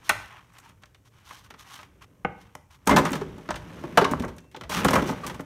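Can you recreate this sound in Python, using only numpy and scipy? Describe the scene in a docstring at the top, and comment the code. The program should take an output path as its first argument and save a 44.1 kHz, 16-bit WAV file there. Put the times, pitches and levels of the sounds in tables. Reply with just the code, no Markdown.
"""Tiled kitchen: a full plastic milk jug is capped on a stone counter, carried across the room and
shoved into a fridge door shelf. Each knock is a short flurry of contacts that rings jug wall and shelf.
The wall pops and cracks as it buckles; small parts ring and squeak; skin and plastic rub in dense grains.
Behind: a short room tail, a low hum, and rumble from the hand that holds the microphone."""
import sys
import numpy as np
from scipy import signal
from scipy.fft import rfft, irfft, next_fast_len
from scipy.io import wavfile

SR = 44100
rng = np.random.default_rng(int(sys.argv[2]) if len(sys.argv) > 2 else 0)


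def store_wav(level_fs):
    """Save 16-bit WAV to argv[1]."""
    pcm = np.round(np.clip(np.atleast_2d(level_fs), -1, 1) * 32767)
    wavfile.write(sys.argv[1], SR, pcm.T.astype(np.int16))


N = 240457

# Hum spectrum: f/Hz, relative density/dB
HUM_SPECTRUM = [(25, -15), (60, 2), (120, 6.5), (250, -24), (500, -29), (1100, -25), (2500, -43),
                (5000, -31.5), (9000, -33.5), (13000, -29.5), (16000, -33.5)]
# Hand jolts on the microphone: t/s, level/dB
HAND_JOLTS = [(.1, -39), (2.0, -56), (2.25, -41), (2.552, -54.5), (2.868, -24.5), (3.2, -39.5), (3.5, -35),
              (4.0, -47), (4.149, -29), (4.6, -38), (4.8, -50), (5.09, -38), (5.28, -41), (5.39, -47)]
# Kitchen decay: f/Hz, t60/s
ROOM_DECAY = [(100, 0.81), (500, 0.5), (1500, 0.45), (4000, 0.45), (12000, 0.3)]
# Wall modes of jug and shelf: f/Hz, width/Hz, relative gain/dB
WALL_MODES = [(172, 39, 10.5), (274.6, 12, 8.5), (377.5, 6.5, 0.5), (601.5, 18, 5), (856, 56, -0.5),
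              (1062, 170, 3), (1250, 30, 2), (1538, 25, -6), (2860, 23, -14), (3730, 25, -5),
              (6450, 490, -9.5)]
# Brushes of skin and cloth: t/s, length/s, scrape/dB, hiss/dB
BRUSH_STROKES = [(0.038, 0.063, -88, -51.5), (0.304, 0.12, -53.5, -72.5), (0.546, 0.05, -54.5, -60),
                 (0.615, 0.12, -56, -61.5), (0.818, 0.015, -61, -59.5), (1.047, 0.051, -63, -61),
                 (1.11, 0.18, -63, -65.5), (1.245, 0.19, -51.5, -49), (1.431, 0.051, -56, -56),
                 (1.579, 0.068, -54.5, -50.5), (1.637, 0.24, -50.5, -50.5), (1.713, 0.064, -62, -51),
                 (2.009, 0.047, -51.5, -54), (2.402, 0.038, -77, -60), (2.697, 0.081, -58, -58),
                 (4.692, 0.13, -30, -32), (5.054, 0.083, -54, -41.5)]
# Rubbing and sliding envelope: t/s, scrape/dB, rumble/dB
RUB_LEVELS = [(0.0, -60, -63.5), (0.12, -44, -58.5), (0.24, -46.5, -64), (0.41, -59.5, -66),
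              (1.02, -77.5, -66.5), (1.64, -63, -64.5), (1.99, -69, -60.5), (2.28, -71, -62),
              (2.41, -57.5, -64.5), (2.7, -76.5, -70.5), (2.91, -60, -61.5), (3.03, -44, -33.5),
              (3.07, -35.5, -36), (3.23, -54, -41), (3.55, -54, -53), (3.76, -48.5, -43.5),
              (3.98, -49, -41), (4.14, -51, -34), (4.36, -61.5, -62.5), (4.6, -89, -68), (4.78, -33.5, -31),
              (4.89, -31, -31.5), (4.98, -35.5, -29.5), (5.18, -45.5, -40), (5.34, -48.5, -42),
              (5.45, -62, -58)]
# Rubbing hiss spectrum: f/Hz, relative density/dB
HISS_SPECTRUM = [(1800, -49.5), (3000, 8), (5000, 3.5), (8000, -7.5), (12000, -3.5), (15500, -12)]
# Rings and squeaks of small parts: t/s, f/Hz, level/dB, length/s, t60/s
PART_RINGS = [(.655, 910, -47, .03, .2), (1.59, 1230, -47, .04, .2), (2.9, 2088, -18, .062, .6),
              (3.015, 2088, -35, .03, .5), (4.4, 2686, -67, .12, 3.0), (4.568, 490, -40, .02, .2),
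              (4.64, 662, -42, .035, .25), (5.233, 1170, -25, .024, .2)]
# Cracks of the plastic: t/s, level/dB, centre f/Hz
PLASTIC_CRACKS = [(.0927, -9, 7000), (.531, -55, 8000), (.5846, -40, 6000), (.601, -46, 7000),
                  (.6913, -47, 7000), (.8345, -42, 3500), (.857, -46, 4000), (2.857, -42, 8000),
                  (2.875, -18, 7000), (2.912, -22, 5000), (2.9671, -15, 4000), (3.0524, -24, 4500),
                  (3.106, -30, 9000), (3.1182, -25, 8800), (3.1302, -23, 4000), (3.5062, -23, 4500),
                  (3.5421, -30, 2200), (3.5576, -32, 6000), (4.047, -22, 5500), (4.249, -37, 6400),
                  (4.4047, -48, 6000), (4.746, -24, 4000), (4.8455, -18, 9000), (4.8829, -22, 4000),
                  (4.9068, -24, 7000), (4.9405, -18, 6000), (5.025, -30, 2500), (5.091, -26, 2500),
                  (5.1114, -36, 7000)]
# Buckling pops of the jug wall: t/s, level/dB, f/Hz, t60/s
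WALL_POPS = [(0.835, -41.5, 1530, 0.025), (2.25, -10, 785, 0.028), (2.248, -16.5, 1500, 0.045),
             (2.25, -18, 486, 0.044), (2.249, -20, 2150, 0.03), (2.249, -26, 2750, 0.03),
             (2.553, -29.5, 880, 0.016), (3.49, -21.5, 332, 0.047), (3.507, -20.5, 743, 0.0285),
             (3.977, -8, 688, 0.065), (3.98, -10, 480, 0.087), (3.979, -9.5, 2974, 0.037),
             (5.089, -22.5, 421, 0.081), (2.894, -2, 966, 0.022), (2.913, -14.5, 261, 0.075),
             (3.116, -18, 280, 0.09), (3.217, -17, 400, 0.061), (3.84, -24, 349, 0.11),
             (4.021, -7, 416, 0.06), (4.051, -8.5, 1145, 0.034), (4.064, -18.5, 1077, 0.067),
             (4.548, -25, 876, 0.034), (4.235, -27, 1040, 0.056), (4.116, -17, 241.6, 0.1),
             (4.136, -3, 1075, 0.0081), (4.205, -20, 237, 0.17), (4.861, -12.5, 184, 0.085),
             (4.958, -19, 313, 0.077)]
# Knocks: t/s, level/dB, thud/dB, snap/dB, tick/dB (these three re level), base t60/s
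JUG_KNOCKS = [(0.0945, -3, -26, -5, -17, 0.054), (0.537, -49.5, -24, -12, -10, 0.075),
              (0.586, -40.5, -25, 1.5, -3.5, 0.034), (0.598, -50, -9, -8, -4.5, 0.063),
              (0.692, -51, -7, -6.5, -7, 0.056), (0.836, -34.5, -34, -3, -24, 0.029),
              (0.857, -55, -12, 5, -3, 0.046), (0.948, -46.5, -17, 5.5, -12, 0.042),
              (1.308, -33, -19, -5, -20, 0.051), (1.505, -38, -9, 3.5, -11.5, 0.056),
              (1.541, -37.5, -14, -4, -25, 0.045), (1.789, -34, -21.5, -7, -27, 0.074),
              (1.831, -37, -18.5, 3.5, -14.5, 0.035), (2.25, -15, -6, -34, -43.5, 0.029),
              (2.553, -29.5, -8.5, -1, -8, 0.019), (2.866, -26.5, -3, -6, -18, 0.14),
              (2.874, -8.5, -8.5, -5.5, -10, 0.053), (2.893, -13, -11, -4, -15, 0.098),
              (2.91, -10.5, 0.5, -8, -26, 0.13), (2.963, -3.5, -14, -5.5, -19, 0.096),
              (2.984, -13.5, -5, -7, -13, 0.072), (3.053, -16, -18, -6, -19.5, 0.1),
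              (3.132, -20.5, -4, 0, -15, 0.072), (3.155, -23, -20, -3.5, -14, 0.075),
              (3.212, -26, -5.5, -9, -23, 0.083), (3.382, -39.5, -2, -5, -15, 0.072),
              (3.49, -20.5, -11.5, -8, -33, 0.048), (3.506, -17.5, -20, -4.5, -23, 0.057),
              (3.543, -29, -10, -6, -28, 0.056), (3.557, -32, -11, 4.5, -11, 0.078),
              (3.839, -27, -1, -9, -26, 0.049), (3.975, 0, -14, -6.5, -21.5, 0.063),
              (4.013, -14, -5.5, -6, -24, 0.077), (4.045, -13, -37, -0.5, -26.5, 0.056),
              (4.093, -31, -12, -21, -21, 0.032), (4.113, -26.5, 2.5, -4, -7.5, 0.073),
              (4.14, -32.5, 4.5, -14, -26, 0.024), (4.198, -40.5, 11.5, 9.5, -1.5, 0.065),
              (4.223, -30, -1.5, -3, -12, 0.045), (4.238, -21, -5, -19, -29, 0.052),
              (4.249, -28.5, -3, -18, -19, 0.051), (4.281, -34.5, -6, -2, -13.5, 0.088),
              (4.366, -52.5, 6, -6, -0.5, 0.056), (4.384, -45, -4.5, 10, 0.5, 0.04),
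              (4.444, -50.5, -1, -8.5, -13, 0.039), (4.515, -60, 1.5, 10, 0, 0.11),
              (4.546, -33, -11.5, -2.5, -32.5, 0.059), (4.564, -38, -2.5, 6, -11, 0.055),
              (4.612, -28, -9, -1.5, -18, 0.043), (4.636, -35.5, -21, 1.5, -18, 0.066),
              (4.696, -28.5, -4, 5, -5, 0.056), (4.849, -7.5, -4.5, -7, -13, 0.054),
              (4.885, -13.5, -8, 2.5, -15, 0.044), (4.909, -15, -2.5, -13, -12.5, 0.049),
              (4.933, -8, -6, -6.5, -17.5, 0.069), (4.955, -7.5, -6.5, -10, -19, 0.076),
              (4.984, -14.5, -11, -20, -22, 0.053), (5.023, -22.5, 4, -4, -19, 0.052),
              (5.091, -20, -3, -9, -22, 0.061), (5.122, -27, -18, -19, -22, 0.064),
              (5.235, -33, -5.5, -2, -16, 0.17), (5.266, -28, -6, 3, -2, 0.084),
              (5.298, -27.5, -14.5, -1.5, -19, 0.065), (5.344, -36.5, -5, -1, -10, 0.069),
              (5.396, -27, -1, -9, -22, 0.04), (5.408, -34.5, -20, -1, -6.5, 0.037)]
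# Microphone response: f/Hz, gain/dB
MIC_RESPONSE = [(20, -15), (45, 0), (120, -1.5), (3000, -4.5), (4900, -7), (5800, 0), (7400, -1.5),
                (8500, 0), (10500, -6), (12500, -5), (15500, -7)]


def from_db(db):
    """dB to gain."""
    return 10 ** (np.asarray(db) / 20)


def unit_rms(x):
    """Scale to rms 1."""
    return x / np.sqrt(np.mean(x ** 2) + 1e-20)


def at_hz(table, hz):
    """Interpolate an (f/Hz, value) table over log frequency."""
    table_hz, values = np.transpose(table)
    return np.interp(np.log(hz + 1), np.log(table_hz), values)


def band(x, low_hz, high_hz):
    """Causal band-pass; keeps the rms of white noise."""
    sos = signal.butter(3, [low_hz, high_hz], "band", fs=SR, output="sos")
    return signal.sosfilt(sos, x + 1e-18) * np.sqrt(SR / 2 / (high_hz - low_hz))


def coloured(x, spectrum):
    """Zero-phase filter from an (f/Hz, gain/dB) table."""
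    size = next_fast_len(N)
    gain = from_db(at_hz(spectrum, np.fft.rfftfreq(size, 1 / SR)))
    return irfft(rfft(x, size) * gain, size)[:N]


def resonance(x, hz, width_hz):
    """One mode, peak gain 1."""
    r = np.exp(-np.pi * width_hz / SR)
    feedback = [1, -2 * r * np.cos(2 * np.pi * hz / SR), r * r]
    return signal.lfilter(np.array([1, 0, -1]) * (1 - r * r) / 2, feedback, x)


def grains(shape, per_s, spread_db):
    """Random contacts of uneven size and sign; rms 1."""
    sizes = from_db(spread_db * np.minimum(rng.exponential(1, shape), 4))
    signs = rng.choice([-1, 1], shape)
    return unit_rms(sizes * signs * (rng.random(shape) < per_s / SR))


def hum(level_db=-59):
    """Steady noise, strongest near 120 Hz."""
    return from_db(level_db) * unit_rms(coloured(rng.standard_normal(N), HUM_SPECTRUM))


def hand_rumble(rise_s=.033, t60_s=.6):
    """Low noise on the microphone; swells and settles with each jolt of the hand."""
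    t, envelope = np.arange(N) / SR, 0
    for start_s, level_db in HAND_JOLTS:
        age_s = np.maximum(t - start_s, 0)
        envelope += from_db(level_db - 60 * age_s / t60_s) * (1 - np.exp(-age_s / rise_s))
    return envelope * unit_rms(band(band(rng.standard_normal(N), 44, 130), 41, 160))


def kitchen_reverb(x, gain_db=-42, build_s=.008):
    """Diffuse tail: half-octave noise bands, each with its own t60."""
    t, tail = np.arange(SR) / SR, 0
    edges_hz = 60 * 2 ** np.arange(0, 8.4, .5)
    white = rng.standard_normal((2, SR))
    for k, (low_hz, high_hz) in enumerate(zip(edges_hz, edges_hz[1:])):
        sos = signal.butter(2, [low_hz, high_hz], "band", fs=SR, output="sos")
        t60_s = at_hz(ROOM_DECAY, np.sqrt(low_hz * high_hz))
        tail += signal.sosfilt(sos, white[k % 2]) * from_db(-60 * t / t60_s)
    onset = np.clip(t / build_s, 0, 1) ** 2
    return from_db(gain_db) * signal.fftconvolve(x, tail * onset)[:N]


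def walls(x, modes_db):
    """Direct sound plus the jug and shelf modes it excites."""
    return x + sum(from_db(gain_db + modes_db) * resonance(x, hz, width_hz)
                   for hz, width_hz, gain_db in WALL_MODES)


def brush_envelopes():
    """Scrape and hiss gains; each brush of skin or cloth swells and fades."""
    t, gains = np.arange(N) / SR, 0
    for start_s, length_s, *levels_db in BRUSH_STROKES:
        progress = np.clip((t - start_s) / length_s, 0, 1)
        gains += from_db(levels_db)[:, None] * np.sin(np.pi * progress ** .77)
    return gains


def rubbing():
    """Stick-slip under the fingers and along the shelf: clumped grains over a rumble."""
    t = np.arange(N) / SR
    times_s, *curves_db = np.transpose(RUB_LEVELS)
    scrape_db, rumble_db = [np.interp(t, times_s, curve) for curve in curves_db]
    hiss_db = -52 + .98 * (scrape_db + 45)   # tracks the scrape
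    brush_scrape, brush_hiss = brush_envelopes()
    clumps = from_db(1.32 * unit_rms(band(rng.standard_normal(N), 20, 56)))
    coarse, fine = clumps * grains((2, N), per_s=6000, spread_db=4.5)
    dulled = signal.lfilter([.35], [1, -.8], coarse)
    scrape = (from_db(scrape_db) + brush_scrape) * band(dulled, 820, 3240)
    rumble = from_db(rumble_db) * band(rng.standard_normal(N), 45, 480)
    hiss = (from_db(hiss_db) + brush_hiss) * unit_rms(coloured(fine, HISS_SPECTRUM))
    return scrape + rumble + hiss


def rings(attack_s=.005, release_s=.004):
    """Small parts ring and squeak: decaying sines, damped after a set length."""
    t, out = np.arange(N) / SR, 0
    for start_s, hz, level_db, length_s, t60_s in PART_RINGS:
        age_s = np.maximum(t - start_s, 0)
        gate = np.clip(age_s / attack_s, 0, 1) * np.clip((length_s - age_s) / release_s, 0, 1)
        out += from_db(level_db - 60 * age_s / t60_s) * gate * np.sin(2 * np.pi * hz * age_s)
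    return out


def cracks(rise_s=.0005, t60_s=.014, edge_ratio=1.8):
    """Plastic cracks: noise bursts of a few ms, each in its own wide band."""
    size = SR // 25
    t, out = np.arange(size) / SR, np.zeros(N + size)
    envelope = from_db(-60 * t / t60_s) * (1 - np.exp(-t / rise_s))
    for start_s, level_db, hz in PLASTIC_CRACKS:
        burst = band(rng.standard_normal(size) * envelope, hz / edge_ratio, min(hz * edge_ratio, .4 * SR))
        at = round(start_s * SR)
        out[at:at + size] += from_db(level_db) * burst / np.abs(burst).max()
    return out[:N]


def pops():
    """A buckling panel springs over in one swing and rings a few cycles."""
    t, out = np.arange(N) / SR, 0
    for start_s, level_db, hz, t60_s in WALL_POPS:
        age_s = np.maximum(t - start_s, 0)
        attack = 1 - np.exp(-age_s * hz * 5.9)
        out += from_db(level_db - 60 * age_s / t60_s) * attack * np.sin(2 * np.pi * hz * age_s)
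    return out


def knocks(counter_hz=1310, fridge_hz=950, fridge_from_s=2.5, edge_ratio=1.91):
    """Dying flurries of contacts in four registers; lows swell later and last longer than highs."""
    size, count = SR // 4, len(JUG_KNOCKS)
    t = np.arange(size) / SR
    flurries = np.abs(grains((count, size), per_s=7000, spread_db=3))
    signs = rng.choice([-1, 1], (count, 4, size))   # same contacts, own signs per register
    detunes = np.exp(.1 * rng.uniform(-1.07, 1, count))   # the struck spot shifts the note
    decay_ratios = np.array([[1], [2.17], [.92], [.93]])   # note, thud, snap, tick
    rise_ratios = np.array([[.06], [.059], [.03], [.015]])
    registers = np.zeros((4, N + size))
    for knock, flurry, sign, detune in zip(JUG_KNOCKS, flurries, signs, detunes):
        start_s, level_db, *offsets_db, t60_s = knock
        gains = from_db(level_db + np.array([0, *offsets_db]))[:, None]
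        decay = from_db(-60 * t / (t60_s * decay_ratios))
        attack = 1 - np.exp(-t / (t60_s * rise_ratios))
        hit = gains * decay * attack * flurry * sign
        hz = detune * (counter_hz if start_s < fridge_from_s else fridge_hz)
        hit[0] = band(hit[0], hz / edge_ratio, hz * edge_ratio)
        hit[0] += from_db(-6.5) * resonance(hit[0], hz, hz / 6.5)   # hollow ring
        at = round((start_s - .002) * SR)
        registers[:, at:at + size] += hit
    note, thud, snap, tick = registers[:, :N]
    note = signal.sosfilt(signal.butter(4, 3000, fs=SR, output="sos"), note)
    snap = signal.lfilter([.4], [1, -.7], snap)   # plastic gives less towards the treble
    return note + band(thud, 130, 560) + band(snap, 1600, 4990) + band(tick, 4400, 15000)


def scene():
    """Jug and shelf close by, room and hum behind; mono."""
    struck = walls(knocks(), modes_db=-7) + pops() + cracks() + rings()
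    rubbed = walls(rubbing(), modes_db=-9.5)
    background = hum() + kitchen_reverb(struck) + hand_rumble()
    return (background + rubbed + struck)[None]


def record(dry):
    """Microphone response, soft clip, steep low-pass."""
    ceiling, stopband_hz = .74, 16300
    heard = coloured(dry[0], MIC_RESPONSE)
    clipped = ceiling * np.tanh(heard / ceiling)
    return signal.sosfilt(signal.cheby2(16, 60, stopband_hz, fs=SR, output="sos"), clipped)[None]


dry = scene()
out = record(dry)
store_wav(out)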